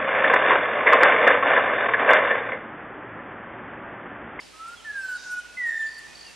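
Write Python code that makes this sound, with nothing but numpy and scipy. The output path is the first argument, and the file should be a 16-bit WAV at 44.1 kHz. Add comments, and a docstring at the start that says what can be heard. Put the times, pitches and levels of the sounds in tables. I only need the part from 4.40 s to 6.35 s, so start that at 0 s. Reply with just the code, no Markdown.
"""Forest bird whistling

A bird whistles four clear notes: rising, falling, level, then a higher falling one.
Trunks and foliage throw them back, so they flutter and linger. Small birds chirp and trill
farther off, over a soft hiss of leaves and insects, a treble sizzle, faint rustles and a low hum."""
import sys
import numpy as np
from scipy import signal
from scipy.fft import rfft, irfft
from scipy.io import wavfile
from scipy.ndimage import uniform_filter1d

SR = 44100
rng = np.random.default_rng(int(sys.argv[2]) if len(sys.argv) > 2 else 0)


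def store_pcm(level_fs):
    """Save levels as 16-bit WAV."""
    pcm = np.round(np.clip(level_fs, -1, 1) * 32767).astype(np.int16)
    wavfile.write(sys.argv[1], SR, np.atleast_2d(pcm).T)


N = 85995
TIME_S = np.arange(N) / SR
BIN_HZ = np.arange(N // 2 + 1) * SR / N + 1  # offset 1 Hz: no log of zero
SIDE_SIGN = np.array([[1], [-1]])  # left, right
TOP_HZ = 15700


def undb(db):
    """Decibels to gain."""
    return 10 ** (np.asarray(db) / 20)


def unit(x):
    """Scale to rms 1."""
    return x / np.sqrt(np.mean(x ** 2))


def walk(rate_hz):
    """Smooth random drift, rms 1."""
    span = max(int(SR / rate_hz), 2)
    return unit(uniform_filter1d(uniform_filter1d(rng.standard_normal(N), span), span))


def bin_gain(points):
    """Gain per bin from (f/Hz, level/dB) points, on a log-frequency axis."""
    hz, db = np.array(points).T
    return undb(np.interp(np.log(BIN_HZ), np.log(hz), db))


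def noise(gain):
    """Noise shaped by a gain per bin, rms about 1."""
    return irfft(rfft(rng.standard_normal(N)) * unit(gain), N)


def band_noise(centre_hz, sigma_oct):
    """Noise in a bell-shaped band."""
    return noise(np.exp(-.5 * (np.log2(BIN_HZ / centre_hz) / sigma_oct) ** 2))


def slur(start_s, length_s, from_hz, to_hz, db):
    """Short linear glide that swells and fades."""
    age = np.clip(TIME_S - start_s, 0, length_s)
    phase = 2 * np.pi * age * (from_hz + (to_hz - from_hz) * age / (2 * length_s))
    return np.sqrt(2) * undb(db) * np.sin(np.pi * age / length_s) * np.sin(phase)


def chirps(flicker_db=3.5, flicker_hz=81):
    """Far birds: slurred tones, mostly falling, flickering in level."""
    # chirps: t/s, length/s, start f/Hz, end f/Hz, level/dB
    calls = [(0.0, 0.021, 5010, 4290, -46), (0.0, 0.07, 5300, 5200, -56), (0.265, 0.056, 2740, 2640, -60),
             (0.359, 0.058, 3510, 2925, -51.5), (.53, 0.16, 5550, 5100, -62.5),
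             (.57, .08, 2780, 2550, -60.5), (.62, 0.11, 4320, 3840, -56), (.64, 0.22, 4900, 4800, -59),
             (0.667, .07, 3150, 2820, -55.5), (.74, .12, 3882, 3633, -54), (.792, 0.0216, 5100, 5900, -50),
             (.835, .04, 7150, 5850, -57), (.868, .026, 6190, 5130, -50.5), (0.901, .035, 5980, 5500, -54),
             (.925, 0.059, 2510, 2487, -54.5), (.92, 0.14, 2970, 2920, -65),
             (0.992, 0.037, 3240, 2726, -49.5), (1.056, 0.086, 2617, 2570, -56.5),
             (1.383, 0.059, 3910, 2945, -57.5), (1.665, 0.091, 2510, 2470, -56.5),
             (1.836, 0.081, 2950, 2620, -51)]
    return sum(slur(*call) for call in calls) * undb(flicker_db * walk(flicker_hz))


def leaves_and_insects(level_db=-51, swell_db=0.72, low_cut_hz=45):
    """Wide, smooth hiss that swells slightly."""
    # hiss spectrum: f/Hz, relative level/dB
    spectrum = [(30, -16), (70, -8), (160, -6.5), (260, -4), (420, -5.5), (700, -4.5), (1000, -3.5),
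                (1300, -5.5), (2600, -4), (5000, -9), (7000, -12), (9600, -14.5), (13200, -31.5),
                (15500, -44)]
    # stereo width: f/Hz, side minus mid/dB
    width = [(60, -2), (125, 4.5), (300, 2.5), (600, 1), (1200, -5), (2500, -7), (5000, -7.5), (8000, -4),
             (13000, 3)]
    colour = bin_gain(spectrum) / np.hypot(1, (low_cut_hz / BIN_HZ) ** 4)
    side = irfft(rfft(noise(colour)) * bin_gain(width), N)
    return (noise(colour) + SIDE_SIGN * side) * undb(level_db + swell_db * walk(15))


def sizzle(centre_hz=5330, sigma_oct=0.38):
    """Band of treble noise that swells and sinks."""
    # envelope: t/s, level/dB
    swell = [(0, -76), (.5, -66), (.7, -58.5), (.86, -49), (1.0, -58.5), (1.15, -64), (1.95, -58.5)]
    mid, side = band_noise(centre_hz, sigma_oct), band_noise(centre_hz, sigma_oct)
    return (mid + .5 * SIDE_SIGN * side) * undb(np.interp(TIME_S, *np.array(swell).T))


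def hum():
    """Two low sines, slightly unsteady in level."""
    # hum tones: f/Hz, level/dB
    tones = [(51.5, -67), (90, -80)]
    steady = sum(np.sqrt(2) * undb(db) * np.sin(2 * np.pi * hz * TIME_S) for hz, db in tones)
    return steady * (1 + 0.087 * walk(6))


def whistler(level_db=-.5, edge_s=0.0091, waver_share=0.0021, dull_db=-28, flicker_db=5):
    """Near bird: almost pure gliding notes whose thin overtones fade in."""
    # notes: start f/Hz, end f/Hz, glide easing/(1/s) (positive: fast first), overtone rise/s
    notes = [(1262, 1425, -2.5, 0.18), (1805.5, 1465, 5.0, 0.16), (1481, 1452, .6, 0.079),
             (2072, 1768, 10.5, 0.13)]
    # envelope per note: t/s, level/dB
    envelopes = [
        [(.135, -51), (.185, -52), (.205, -39.5), (.232, -35.5), (.256, -42), (.286, -37), (.32, -44.5),
         (.345, -39.5)],
        [(.447, -40.5), (.505, -30.5), (.527, -45), (.56, -31.5), (.593, -28), (.612, -38), (.655, -29),
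         (.679, -40), (.695, -31), (.768, -30.5)],
        [(.84, -48.5), (.865, -35), (.892, -35.5), (.912, -31), (.94, -28), (.956, -35.5), (.992, -28),
         (1.012, -44)],
        [(1.171, -34), (1.194, -29), (1.24, -26.5), (1.284, -24.5), (1.322, -30.5), (1.385, -29), (1.418, -26),
         (1.46, -31), (1.488, -33.5)],
    ]
    # harmonics 2-10 per note: level/dB re fundamental
    overtones = [(-31, -41, -31, -45, -28.5, -42, -41, -52.5, -66),
                 (-39.5, -31.5, -40, -29.5, -27, -44, -43, -43, -64),
                 (-35.5, -45.5, -35, -29.5, -25.5, -34, -43, -57, -48),
                 (-32, -39, -35, -40, -48, -48, -57, -80, -80)]
    waver = 1 + waver_share * walk(96)
    flutter = last_note_flutter()
    flickers_db = [flicker_db * walk(30) for _ in overtones[0]]
    out = np.zeros(N)
    for (from_hz, to_hz, ease, rise_s), harmonics_db, envelope in zip(notes, overtones, envelopes):
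        knots_s, knots_db = np.array(envelope).T
        on = (TIME_S > knots_s[0] - edge_s / 2) & (TIME_S < knots_s[-1] + edge_s)
        age, length_s = TIME_S[on] - knots_s[0], knots_s[-1] - knots_s[0]
        glide = np.expm1(-ease * age) / np.expm1(-ease * length_s)
        hz = (from_hz + (to_hz - from_hz) * glide) * waver[on]
        phase = 2 * np.pi * np.cumsum(hz) / SR
        onset_db = dull_db * np.clip(1 - age / rise_s, 0, 1)
        tone = np.sin(phase)
        for k, (harmonic_db, drift_db) in enumerate(zip(harmonics_db, flickers_db), 2):
            tone += (k * hz < TOP_HZ) * undb(harmonic_db + onset_db + drift_db[on]) * np.sin(k * phase)
        to_edge_s = np.minimum(age + edge_s / 2, length_s + edge_s - age)
        fade = np.sin(np.pi / 2 * np.clip(to_edge_s / edge_s, 0, 1)) ** 2
        gain = undb(np.interp(TIME_S[on], knots_s, knots_db) + level_db)
        out[on] += np.sqrt(2) * tone * fade * flutter[on] * gain
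    return out


def rustles():
    """Brief, dry puffs of treble, like leaves brushing."""
    # puffs: centre t/s, half-width/s, level/dB
    puffs = [(0.285, 0.0094, -57), (1.276, 0.011, -57), (1.547, 0.0031, -56), (1.589, 0.0082, -52),
             (1.904, 0.034, -62)]
    envelope = sum(undb(db) * np.exp(-((TIME_S - at_s) / half_s) ** 2) for at_s, half_s, db in puffs)
    return band_noise(centre_hz=8150, sigma_oct=0.37) * envelope


def last_note_flutter(centre_s=1.325, sigma_s=0.059, rate_hz=56, peak_depth=0.58, rate_spread=0.36):
    """Gain of an uneven tremolo in the middle of the last whistled note."""
    depth = peak_depth * np.exp(-.5 * ((TIME_S - centre_s) / sigma_s) ** 2)
    hz = rate_hz * (1 + rate_spread * walk(29.8))
    return 1 + depth * np.sin(2 * np.pi * np.cumsum(hz) / SR)


def trills(pips=7, pip_s=0.012, pip_hz=4618, fall_hz=560):
    """Two quick runs of falling pips, no two alike, each trailed by a softer, lower note."""
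    # runs: first pip t/s, pip rate/Hz, level/dB
    runs = [(1.471, 53.0, -46), (1.756, 52.2, -45)]
    trail_delay_s, trail_hz, trail_db = 0.0092, 4344, -13
    out = np.zeros(N)
    for first_s, rate_hz, run_db in runs:
        for k, (pitch_scatter, level_scatter) in enumerate(rng.standard_normal((pips, 2))):
            start_s = first_s + k / rate_hz - pip_s / 2
            hz = pip_hz * (1 + .008 * pitch_scatter)
            db = run_db - 1.5 * level_scatter
            out += slur(start_s, pip_s, hz + fall_hz / 2, hz - fall_hz / 2, db)
            out += slur(start_s + trail_delay_s, pip_s, trail_hz, trail_hz, db + trail_db)
    return out


def forest(direct, wet_db, width=0.22):
    """Direct sound, sparse early echoes off trunks and a diffuse tail from the foliage."""
    t60_s, build_s, foliage_db = 1.42, 0.023, -4
    trunks, delay_s, spread_s, trunk_db = 24, .012, .11, -2.5
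    envelope = undb(-60 * TIME_S / t60_s) * (1 - np.exp(-TIME_S / build_s))
    tail = rng.standard_normal((2, N)) * envelope
    response = undb(foliage_db) * tail / np.linalg.norm(tail[0])
    draws = rng.random(size=(trunks, 3))
    distance, polarity = draws[:, 0], np.sign(draws[:, 1:].T - .5)
    strength = np.exp(-distance)
    arrival = ((delay_s + spread_s * distance) * SR).astype(int)
    response[:, arrival] += undb(trunk_db) * polarity * strength / np.linalg.norm(strength)
    mid, side = signal.fftconvolve(direct[None], response, axes=1)[:, :N] * undb(wet_db)
    return direct + mid + width * side * SIDE_SIGN


def scene(right_over_left_db=1.6):
    """Birds among the trees over the background, all slightly to the right."""
    far_calls = chirps()
    birds = forest(whistler(), wet_db=-7.5) + forest(trills(), wet_db=-7.5)
    birds += forest(far_calls, wet_db=-3)
    background = leaves_and_insects() + sizzle() + hum() + rustles()
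    return (birds + background) * undb(-SIDE_SIGN * right_over_left_db / 2)


def record(dry):
    """Steep low-pass at TOP_HZ."""
    return signal.sosfilt(signal.ellip(10, .2, 80, TOP_HZ, fs=SR, output="sos"), dry)


dry = scene()
out = record(dry)
store_pcm(out)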